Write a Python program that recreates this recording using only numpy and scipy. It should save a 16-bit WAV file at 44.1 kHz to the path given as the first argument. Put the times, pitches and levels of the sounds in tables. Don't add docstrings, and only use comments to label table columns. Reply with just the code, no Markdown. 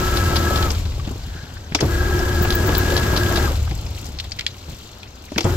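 import sys
import numpy as np
from scipy import signal
from scipy.fft import rfft, irfft, next_fast_len
from scipy.io import wavfile
from scipy.ndimage import uniform_filter1d

SR = 44100
rng = np.random.default_rng(int(sys.argv[2]) if len(sys.argv) > 2 else 0)


def unload_wav(signal):
    wavfile.write(
        sys.argv[1],
        SR,
        np.round(np.clip(np.atleast_2d(signal).T, -1, 1) * 32767).astype(np.int16),
    )


def nominal_scale(level):
    x = np.asarray(level, float) / 20
    return 10 ** x


N = 245195

SECONDS = np.arange(N) / SR
MOMENTS = np.arange(0, N + 32, 32) / SR
LEAD_IN = 128
SHAFT_HZ = 39.1
# frequency in Hz, level in dB per Hz.
PANEL_BODY = [(71, -20), (120, 3.5), (285, -2.5), (352, -3), (445, -5.5), (1140, -11.5), (1490, -11),
              (1650, -14.5), (1840, -16), (2300, -23.5), (2990, -67), (5060, -120)]
# frequency in Hz, level in dB per Hz.
SPRAY = [(5290, -13.5), (9000, -25), (9620, -11), (10300, -3.5), (11100, -2), (12000, 5), (13200, 3),
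         (15100, 1), (16300, -13)]
# frequency in Hz, level in dB per Hz.
CRACK = [(530, -2), (900, 0), (1930, -8.5), (2500, -4.5), (3370, -3.5), (4540, -13), (5300, -5.5),
         (6550, -13.5), (7800, -20), (9600, -33), (11700, -66), (19800, -120)]


def evened(x):
    return x / np.sqrt(np.mean(x ** 2) + 1e-20)


def peaked(x, db):
    return nominal_scale(db) * x / abs(x).max()


def read(points, hz):
    f, value = np.transpose(points)
    return np.interp(np.log(hz + 1), np.log(f + 1), value)


def colour(x, points):
    hz = np.fft.rfftfreq(x.shape[1], 1 / SR)
    return irfft(rfft(x) * nominal_scale(read(points, hz)), x.shape[1])


def resonate(x, hz, width):
    return signal.lfilter(*signal.iirpeak(min(hz, .45 * SR), hz / width, SR), x)


def narrow(x, hz, width):
    return evened(resonate(resonate(x, hz, width), hz, width))


def fuzz_band(hz, width):
    return narrow(rng.standard_normal((2, N)), hz, width)


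def noise(points, patchy_db, flicker_db, size):
    frames = 4 * N // size + 5
    hz = np.fft.rfftfreq(size, 1 / SR)
    z = rng.standard_normal((frames, len(hz), 5)).T
    patches = evened(uniform_filter1d(uniform_filter1d(z[4], size=9, axis=0), size=7, axis=1))
    flicker = evened(uniform_filter1d(rng.standard_normal(frames), size=3))
    gain = nominal_scale(read(points, hz)[:, None] + patchy_db * patches + flicker_db * flicker)
    spectra = (z[:2] + 1j * z[2:4]) * gain
    return evened(signal.istft(spectra, nperseg=size, noverlap=3 * size // 4)[1][:, :N])


def wander(size):
    coarse = rng.standard_normal((2, N // 32 + 2))
    coarse = uniform_filter1d(uniform_filter1d(coarse, size=size), size=size)
    return evened(np.array([np.interp(np.arange(N) / 32, np.arange(len(row)), row) for row in coarse]))


def tone(hz, stray_hz, throb_db, orders=((1, 0),), bend=((0, 1), (1, 1))):
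    # time in seconds, share of full speed.
    motor_speed = [(0, 1), (.655, 1), (.7, .88), (1.8, .95), (1.92, 1), (3.45, 1), (3.53, .88), (5.44, .95),
                   (5.56, 1)]
    speed = np.interp(SECONDS, *np.transpose(motor_speed)) * np.interp(SECONDS, *np.transpose(bend))
    turns = np.cumsum(hz * speed + stray_hz * wander(size=16), axis=1) / SR
    chord = sum(nominal_scale(db) * np.sin(2 * np.pi * k * turns) for k, db in orders)
    return evened(nominal_scale(throb_db * wander(size=22)) * chord)


def running(db, rise_s, lag_s, fall_db_per_s, bite_db=0., wait_s=0., feed_s=0.96):
    # switched on in seconds, switched off in seconds.
    spells = [
        (-1.0, .67),
        (1.806, 3.47),
        (5.443, 7.0),
    ]
    power = 0
    for (on, off), level_db in zip(spells, np.broadcast_to(db, len(spells))):
        since = np.maximum(MOMENTS - on - wait_s, 0)
        unfed_db = bite_db * np.maximum(1 - since / feed_s, 0)
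        coasted_db = fall_db_per_s * np.maximum(MOMENTS - off - lag_s, 0)
        rise = 1 - np.exp(-since / max(rise_s, 1e-3))
        power = power + (rise * nominal_scale(level_db - unfed_db - coasted_db)) ** 2
    return np.sqrt(power)


def swells(rows):
    return [nominal_scale(db - 10 * abs(MOMENTS - s) / fade_s) for s, db, fade_s in rows]


def together(*gains):
    return np.interp(SECONDS, MOMENTS, np.sqrt(sum(np.square(g) for g in gains)))


def boom_level():
    # time in seconds, level in dB, seconds to fade 10 dB either side.
    shoves = [
        (1.285, -30, 0.07),
        (1.45, -33.5, 0),
        (1.57, -30, 0.07),
        (1.755, -29, 0.1),
        (4.11, -33, 0),
        (4.28, -33, 0.12),
        (4.52, -39, 0.2),
        (4.71, -29, 0.05),
        (5.38, -33, 0.07),
    ]
    return together(running(db=-19.0, rise_s=0.01297, lag_s=0.16, fall_db_per_s=31.0), nominal_scale(-43.5), *swells(shoves))


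def body_level():
    # time in seconds, level in dB, seconds to fade 10 dB either side.
    rattles = [
        (1.09, -37, .05),
        (4.7, -41, .04),
    ]
    load = running(db=-23.5, rise_s=0.00731, lag_s=0.0028, fall_db_per_s=130, bite_db=5.0)
    lurch = running(db=-45.5, rise_s=.006, lag_s=0., fall_db_per_s=100, bite_db=-21, feed_s=.12)
    return together(load, lurch, nominal_scale(-43.8), *swells(rattles))


def coast_level():
    return together(running(db=-35, rise_s=.012, lag_s=0.031, fall_db_per_s=12.5))


def frame():
    # frequency in Hz, level in dB per Hz.
    rumble = [(11, -40), (18, -13.5), (81, 3), (98, -1.5), (129, -15), (170, -19), (220, -35), (370, -120)]
    # multiple, level in dB.
    orders = [(1, -13), (2, 0.5), (3, -8.5)]
    # frequency in Hz, gain in dB.
    coasting = [(60, 0), (900, 0), (1300, -4), (2000, -9), (5000, -9)]
    shaft = tone(SHAFT_HZ, stray_hz=4.51, throb_db=2.0, orders=orders)
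    pushes = 1 + 0.25 * tone(1.02 * SHAFT_HZ, stray_hz=1.5, throb_db=1.5)[0]
    boom = evened(pushes * noise(rumble, patchy_db=2.5, flicker_db=0.0, size=4096) + 0.38 * shaft)
    swell = abs(uniform_filter1d(uniform_filter1d(boom[0] ** 2, size=1500), size=1500))
    boom = evened(boom / (swell + .05) ** 0.34)
    body = noise(PANEL_BODY, patchy_db=1.5, flicker_db=0.5, size=512)
    coast = colour(body[:, ::-1], coasting)
    return boom_level() * boom + nominal_scale(-2.5) * (body_level() * body + coast_level() * coast)


def whine(hz, width, beat, fuzz, throb_db, stray, bend=((0, 1), (1, 1))):
    shaft = 1.5 + beat * tone(SHAFT_HZ, stray_hz=3.6, throb_db=7.5)[0]
    core = tone(hz, stray_hz=stray * width, throb_db=throb_db, bend=bend)[0]
    return evened(shaft * core + fuzz * fuzz_band(hz, 4.2 * width))


def gears():
    # time in seconds, share of pitch.
    hum_drift = [(0, 1.02), (.35, .97), (.62, 1.02), (1.82, .95), (2.08, 1), (2.45, 1), (2.8, 1.035),
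                 (3.1, .98), (3.45, 1.01)]
    # time in seconds, share of pitch.
    stroke_load = [(0, 1.008), (.08, .992), (.2, 1.016), (.34, .985), (.48, 1.01), (.62, 1.018), (1.9, 1),
                   (2.0, .992), (2.3, .995), (2.44, 1.01), (2.7, 1.002), (2.85, .992), (2.95, 1.008),
                   (3.18, .992), (3.3, 1), (3.46, .99)]
    # time in seconds, level in dB.
    lowering = [(1.15, -62), (1.378, -45), (1.54, -54), (1.572, -42.5), (1.592, -59), (1.68, -52)]
    hum_db = (-32.5, -29.5, -30)
    low_db = (-32, -46.5, -47)
    loose_db = (-41, -40, -46)
    high_db = (-35.5, -33.5, -41)
    hum_level = together(running(hum_db, rise_s=0.0042, lag_s=-0.02, fall_db_per_s=251.5))
    low_level = together(running(low_db, wait_s=.06, rise_s=.04, lag_s=-.01, fall_db_per_s=400))
    loose_level = together(running(loose_db, wait_s=.05, rise_s=.04, lag_s=.0, fall_db_per_s=300))
    high_level = together(running(high_db, wait_s=.07, rise_s=.03, lag_s=-.01, fall_db_per_s=400))
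    hum = hum_level * whine(356, 24, beat=0.5, fuzz=0.85, throb_db=1.8, stray=.36, bend=hum_drift)
    low = low_level * whine(1314, 18, beat=0.19, fuzz=0.4, throb_db=1.5, stray=.45)
    loose = loose_level * fuzz_band(1314, 86)
    high = high_level * whine(1646, 38, beat=0.63, fuzz=1.2, throb_db=2.2, stray=.52, bend=stroke_load)
    top = high_level * nominal_scale(-16) * fuzz_band(1980, 44)
    whirr = nominal_scale(np.interp(SECONDS, *np.transpose(lowering), -120, -120)) * fuzz_band(1590, 380)
    return hum + low + loose + high + top + whirr


def hiss_level():
    # time in seconds, level in dB, seconds to fade 10 dB either side.
    slops = [
        (0.79, -34, 0.02),
        (1.27, -46.5, 0.5),
        (1.79, -43, 0.1),
        (3.99, -44.5, 0.27),
        (4.6, -46, 0.2),
        (4.72, -42.5, 0.1),
        (4.85, -45.5, 0.16),
        (5.42, -37.5, 0.1),
    ]
    stones = running(db=-30.0, rise_s=0.029, lag_s=-0.023, fall_db_per_s=77, bite_db=6.0)
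    draining = running(db=-41, rise_s=0.00645, lag_s=0.12, fall_db_per_s=8.0)
    return together(stones, draining, nominal_scale(-47.5), *swells(slops))


def add(mix, s, sound):
    part = mix[:, round(s * SR):][:, :sound.shape[1]]
    part += sound[:, :part.shape[1]]


def bubbles():
    count = round(90 * N / SR)
    t = np.arange(400) / SR
    out = np.zeros((2, N))
    for when, small, left, right in rng.random((count, 4)):
        hz = 1800 * 3.61 ** small
        blip = np.sin(2 * np.pi * hz * t * (1 + 9 * t)) * (1 - np.exp(-t / .0006)) * nominal_scale(-60 * t / 0.0086)
        distance = np.array([[left + .05], [right + .05]])
        add(out, when * N / SR, blip / distance ** 0.39)
    return evened(out)


def oil_drops():
    size = nominal_scale(6.9 * np.minimum(rng.exponential(1, N), 2.8)) * (rng.random(N) < 350 / SR)
    splash = signal.oaconvolve(size, nominal_scale(-60 * np.arange(900) / SR / 0.011))[:N]
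    return evened(splash * rng.standard_normal((2, N)))


def hone():
    # frequency in Hz, level in dB per Hz.
    hiss = [(1260, -40), (2150, -1), (2550, 0), (2980, 0), (3930, -1), (5160, -1.5), (5630, -3.5),
            (7540, -3), (9320, -17.5), (10500, -17.5), (13600, -36), (22000, -120)]
    # frequency in Hz, level in dB per Hz.
    trickle = [(880, -12), (1500, -21), (1900, -10), (2850, -1), (4290, 1.5), (4610, -1.5), (7400, -8.5),
               (9070, -23), (10500, -28), (13600, -56), (22000, -120)]
    drops = oil_drops()
    level = hiss_level()
    cutting = np.clip(level / nominal_scale(-37.5), 0, 1) ** 2
    stones = noise(hiss, patchy_db=0.5, flicker_db=1.0, size=256) + nominal_scale(-10.0) * evened(colour(drops, hiss))
    oil = noise(trickle, patchy_db=3.0, flicker_db=1.0, size=256) + nominal_scale(-8.0) * bubbles()
    spray = noise(SPRAY, patchy_db=1.0, flicker_db=-0.5, size=256) + nominal_scale(-6.5) * evened(colour(drops, SPRAY))
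    flung = together(running(db=-48.5, rise_s=.01, lag_s=.03, fall_db_per_s=100))
    spray_level = np.hypot(nominal_scale(-43.5) * (level / nominal_scale(-30)) ** 1.43, flung)
    wet_hiss = np.sqrt(cutting) * stones + np.sqrt(1 - cutting) * oil
    return nominal_scale(-4.5) * level * wet_hiss + spray_level * spray


def strike_time():
    return np.maximum(np.arange(4096) - LEAD_IN, 0) / SR


def blow(t60, rise_s, snap=0.):
    t = strike_time()
    room = nominal_scale(-23.5 - 60 * t / 0.32) * (1 - t / t[-1])
    decay = nominal_scale(-60 * t / max(t60, .004)) + room + snap * nominal_scale(-60 * t / 0.0047)
    return (1 - np.exp(-t / max(rise_s, 1e-5))) * decay * rng.standard_normal((2, len(t)))


def metal(spectrum, db, hz, t60, sheen_db, rise_ms, snap=0., glint_hz=10500):
    # pitch in Hz, level in dB, t60 in seconds.
    modes = [(2280, -1, 0.12), (3400, 4, 0.021), (4160, -1, 0.15), (4710, 3, 0.065), (5200, 2, 0.063)]
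    burst = blow(t60, rise_ms / 1000, snap)
    ring = sum(nominal_scale(d) * narrow(burst, f, 3.5 / np.clip(r, .01, .045)) for f, d, r in modes)
    crack = evened(colour(burst, spectrum)) + 0.76 * narrow(burst, hz, .5 * hz) + 0.22 * evened(ring)
    sheen = evened(colour(burst, SPRAY)) + 1.2 * narrow(burst, glint_hz, 900)
    return peaked(crack, db) + peaked(sheen, db + sheen_db)


def play(mix, rows, strike, lift_db):
    for s, db, *rest in rows:
        add(mix, s - LEAD_IN / SR, strike(db + lift_db, *rest))


def squeak(db, hz, t60):
    burst = blow(t60, rise_s=.0008, snap=.8) * nominal_scale(-60 * np.arange(4096) / SR / .25)
    return peaked(narrow(burst, hz, 1100) + .35 * narrow(burst, 1.0697 * hz, 2500), db)


def stone_squeaks(mix):
    # start in seconds, peak in dB, pitch in Hz, t60 in seconds.
    high_rings = [(0.003, -30, 15000, .03), (2.538, -31, 15700, .06), (2.666, -30, 15700, .04),
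                  (2.773, -28, 15500, .04), (2.7845, -20, 15300, .03), (2.4215, -21.5, 15700, 0.068),
                  (2.4354, -22, 15700, 0.045), (2.5506, -17, 15600, 0.04), (2.6738, -21, 15600, 0.03),
                  (2.7802, -13.5, 15250, 0.02)]
    play(mix, high_rings, squeak, lift_db=4.5)


def tap(db, hz, t60):
    burst = blow(t60, rise_s=0.0013)
    return peaked(narrow(burst, hz, 0.8 * hz) + .25 * evened(colour(burst, CRACK)), db)


def rim_taps(mix):
    # start in seconds, peak in dB, centre in Hz, t60 in seconds.
    contacts = [(1.7205, -27, 1890, .03), (1.7875, -26, 1850, .06), (5.304, -41, 4200, 0.018),
                (5.318, -39, 5400, .02), (5.3592, -24, 1900, 0.024), (0.0777, -28, 3120, .02),
                (0.716, -26, 7000, .02), (2.691, -24, 2840, .02), (2.9011, -25, 3710, .02),
                (2.9195, -24, 3750, .02), (3.0303, -25, 2970, .02), (3.2607, -23, 2950, .025),
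                (3.3111, -27, 3000, .02), (3.572, -30, 4200, .04), (3.676, -31, 1500, 0.028),
                (3.976, -34, 2800, .03), (3.99, -35, 4800, .04), (4.043, -34, 5500, .03),
                (4.064, -34, 5800, .03), (5.381, -21, 900, .03), (5.452, -19, 750, .04),
                (4.4652, -28, 1900, .012), (4.8894, -42, 3200, .02), (5.03, -30, 2800, .022),
                (0.857, -36, 1400, .03), (0.92, -36, 2600, .03), (4.3935, -26, 2000, .015)]
    play(mix, contacts, tap, lift_db=3.5)


def turn(db, t60):
    return metal(CRACK, db, 4120, t60, sheen_db=-14, rise_ms=1.55)


def head_turns(mix):
    # start in seconds, peak in dB, t60 in seconds.
    reversals = [(0.170, -16, 0.043), (0.3568, -16.5, 0.035), (0.364, -15.5, .04), (0.5576, -16, .03),
                 (0.573, -21, .025), (2.5038, -13, .022), (2.5227, -17, 0.019), (2.7496, -15, 0.02),
                 (2.9648, -14.5, 0.03), (3.1628, -14.5, 0.025), (3.357, -18, .05), (3.5542, -29, .025)]
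    # start in seconds, peak in dB,
    # t60 in seconds.
    returns = [
        (0.164, -22, .025),
        (2.7689, -22.5, 0.02),
        (2.9755, -16.5, .03),
        (3.1719, -15, 0.031),
        (3.372, -16, 0.033),
    ]
    play(mix, reversals, turn, lift_db=3.5)
    play(mix, returns, turn, lift_db=3.5)


def thud(db, hz, t60):
    t = strike_time()
    envelope = (1 - np.exp(-t / 0.0019)) * nominal_scale(-60 * t / max(t60, .01)) * (1 - t / t[-1])
    swing = evened(np.sin(2 * np.pi * hz * t) * envelope)
    puff = blow(t60, rise_s=0.0014)
    above = evened(colour(puff, PANEL_BODY))
    return peaked(swing + 0.62 * narrow(puff, 1.36 * hz, 1.97 * hz) + 0.046 * above, db)


def frame_thuds(mix):
    # start in seconds, peak in dB, pitch in Hz, t60 in seconds.
    gear_bumps = [(0.299, -26, 694, 0.101), (0.505, -21, 573, 0.065), (0.625, -25, 886, 0.0445),
                  (2.201, -26, 690, 0.049), (2.448, -19, 730, 0.041), (2.692, -22, 460, 0.05),
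                  (2.922, -19, 550, 0.04775), (3.136, -22.5, 549, 0.064), (3.31, -23, 657, 0.0898),
                  (3.374, -21, 684, 0.049), (3.4745, -26, 1210, 0.061), (3.51, -20.5, 514, 0.028)]
    # start in seconds, peak in dB, pitch in Hz, t60 in seconds.
    frame_bumps = [(0.702, -33, 143, .08), (0.792, -30.5, 217, .051), (0.859, -29.5, 179, .072),
                   (0.996, -30, 1150, .03), (1.074, -19.5, 199, .06), (1.109, -22.5, 260, 0.072),
                   (1.5702, -37, 1720, 0.022), (1.515, -31.5, 143, .08), (1.719, -21, 144.3, .041),
                   (1.7475, -16, 285, 0.07), (1.797, -25, 310, .05), (1.812, -23, 425, 0.0516),
                   (1.8235, -9.5, 320, .09), (1.8265, -9, 130, 0.17), (1.752, -20, 420, .06),
                   (2.409, -14, 166, 0.067), (2.685, -16.5, 315, 0.095), (3.709, -20, 140, 0.0806),
                   (4.027, -28, 140, 0.079), (4.086, -30.5, 145, .08), (4.141, -33, 150, .068),
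                   (4.681, -28, 155, 0.097), (4.719, -32.5, 143, .087), (5.3185, -22.5, 280, 0.032),
                   (5.3625, -15, 191, 0.045), (5.384, -17, 330, .063), (5.41, -23, 330, 0.08),
                   (5.4445, -11, 90, 0.12), (5.4495, -14, 190, .08), (5.461, -15, 360, 0.14),
                   (0.978, -30, 380, .03), (1.156, -31, 350, .03), (3.672, -34, 800, .035),
                   (3.713, -33, 800, .04)]
    # start in seconds, peak in dB, pitch in Hz, t60 in seconds.
    jolts = [
        (1.27, -31, 150, .12),
        (1.35, -32, 160, .12),
        (1.43, -32, 150, .12),
        (2.83, -20, 270, .07),
    ]
    for rows in (gear_bumps, frame_bumps, jolts):
        play(mix, rows, thud, lift_db=2.5)


def clack(db, hz, t60, rise_ms):
    return metal(CRACK, db, hz, t60, sheen_db=-16 + 0.55 * db, rise_ms=rise_ms, glint_hz=12360)


def switches(mix):
    # start in seconds, peak in dB, centre in Hz, t60 in seconds, rise in ms.
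    latches = [(0.625, -18, 3960, .022, 1.793), (0.7038, -16, 5230, 0.019, 1.2),
               (0.7482, -27.5, 3900, .03, 2), (0.853, -30, 4012, 0.03223, 2.2),
               (1.048, -33, 3200, 0.0512, 2.2), (1.7476, -10, 5300, .026, .8),
               (1.8036, -19, 7000, 0.03, 1.5), (1.8062, -14, 4760, 0.03, 2),
               (2.1904, -24.5, 5220, .029, 1.8), (2.4488, -23, 2280, 0.03323, 2),
               (3.4526, -31, 2840, .04, 2), (3.786, -34, 4250, .04, 2), (3.8626, -32, 4830, .04, 2.2),
               (4.0528, -34, 5230, .043, 2.5), (4.241, -32.5, 3600, .06, 4),
               (5.3812, -11.5, 2300, 0.026, 1.1), (5.3788, -12, 5340, 0.026, 1.5),
               (5.4062, -17.5, 5370, 0.02, 1.8), (5.4415, -26, 6600, 0.034, 2.2)]
    play(mix, latches, clack, lift_db=3.5)


def drip(db):
    # frequency in Hz, level in dB per Hz.
    splash = [(3000, -40), (5000, 0), (7500, 6.5), (9500, -12), (12000, 1.5), (16000, -8)]
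    return peaked(colour(blow(0.026, rise_s=0.004), splash), db)


def oil_drips(mix):
    # start in seconds, peak in dB.
    landings = [(0.9487, -43), (0.9801, -44.5), (1.0904, -39.5), (1.1104, -39), (1.1777, -44),
                (1.2615, -43), (1.5364, -41), (3.5623, -36.5), (3.6267, -35.5), (3.6491, -44), (3.691, -40),
                (3.7494, -34), (3.8097, -36), (3.904, -41.5), (3.9529, -41), (3.9823, -36.5),
                (4.0113, -36.5), (4.0532, -36), (4.0866, -39), (4.2018, -38), (4.2398, -40), (4.362, -44),
                (4.3924, -37), (4.4643, -37), (4.6957, -42), (4.7845, -41.5), (4.9137, -45.5),
                (5.1023, -52), (5.2205, -46), (5.2505, -39.5), (3.775, -41), (3.852, -43), (3.964, -41),
                (4.066, -39), (4.118, -43), (4.5657, -45), (4.5851, -43), (4.716, -45), (4.7642, -45),
                (4.8081, -47), (4.8296, -46), (4.872, -45), (4.9822, -47), (5.1533, -48), (5.1833, -50),
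                (5.2382, -46)]
    play(mix, landings, drip, lift_db=4.5)


def knock(db, hz, t60):
    # frequency in Hz, level in dB per Hz.
    crisp = [(710, -34), (1200, -12), (2110, -1.5), (3030, -3), (4300, 2), (5200, -2), (5900, -9),
             (7230, -8), (9000, -25), (11700, -65), (19800, -120)]
    return metal(crisp, db, hz, t60, sheen_db=-35, rise_ms=0.19, snap=1.4)


def holder_knocks(mix):
    # start in seconds, peak in dB, centre in Hz, t60 in seconds.
    loose_holders = [(1.0735, -33, 2900, .03), (4.4735, -28, 4300, .03), (3.7107, -29, 2250, .035),
                     (3.9494, -33.5, 5040, .027), (4.1874, -25.5, 4200, 0.035),
                     (4.1994, -20.5, 3400, 0.031), (4.311, -34, 6500, .02), (4.3192, -21, 5040, 0.032),
                     (4.3888, -24, 2300, .012), (4.3928, -19, 3700, 0.024), (4.4095, -21, 2545, .018),
                     (4.4648, -10.5, 3500, 0.017)]
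    # start in seconds, peak in dB, centre in Hz, t60 in seconds.
    bounces = [
        (1.7495, -9, 3000, .015),
        (1.756, -19, 3300, .03),
        (4.2025, -26, 4900, .03),
        (4.3215, -25, 5000, .035),
        (4.4795, -29, 4300, .03),
        (5.3836, -13.5, 3200, 0.014),
        (5.392, -23, 2500, .02),
        (5.4075, -19, 3200, .015),
        (5.431, -30, 5200, .06),
    ]
    play(mix, loose_holders, knock, lift_db=5.5)
    play(mix, bounces, knock, lift_db=3.5)


def scene():
    mix = frame() + gears() + hone()
    for strikes in (stone_squeaks, rim_taps, head_turns, frame_thuds, switches, oil_drips, holder_knocks):
        strikes(mix)
    return mix


def band_limit(x):
    return signal.sosfilt(signal.butter(12, 17000, fs=SR, output="sos"), x)


def record(dry):
    # frequency in Hz, likeness from 0 to 1.
    likeness = [(60, 1), (130, 0.98), (290, 1), (640, 0.574), (1400, 0.11), (3100, 0.7), (6800, .1),
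                (15000, 0.287)]
    # frequency in Hz, phase in radians by which the left port leads.
    left_lead = [(30, -0.022), (80, -0.063), (250, 0.3226), (700, 0.27), (1300, -1.3), (1650, -0.63),
                 (3000, -1.66), (15000, -1.2)]
    # frequency in Hz, dB by which the left port is louder.
    left_louder = [(60, 2), (110, 0.5), (200, 2.5), (380, 3), (700, 3), (1290, 3.5), (2380, 1.5), (4400, 2),
                   (8120, 17.5), (15000, 11.5)]
    ceiling, edge_hz = .86, 15830
    size = next_fast_len(N + 2048)
    hz = np.fft.rfftfreq(size, 1 / SR)
    a, b = rfft(dry, size)
    same = np.clip(read(likeness, hz), -1, 1)
    lead = read(left_lead, hz)
    tilt_db = read(left_louder, hz) / 2
    left, right = nominal_scale(tilt_db), nominal_scale(-tilt_db)
    mid = np.sqrt(left ** 2 + right ** 2 + 2 * same * left * right * np.cos(lead)) / 2
    left_port = left * a * np.exp(1j * lead)
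    right_port = right * (same * a + np.sqrt(1 - same ** 2) * b)
    ports = irfft(np.array([left_port, right_port]) / mid, size)
    limited = rfft(np.clip(ports, -ceiling, ceiling)) / np.sqrt(1 + (hz / edge_hz) ** 400)
    return band_limit(irfft(limited, size)[:, :N])


dry = scene()
out = record(dry)
unload_wav(out)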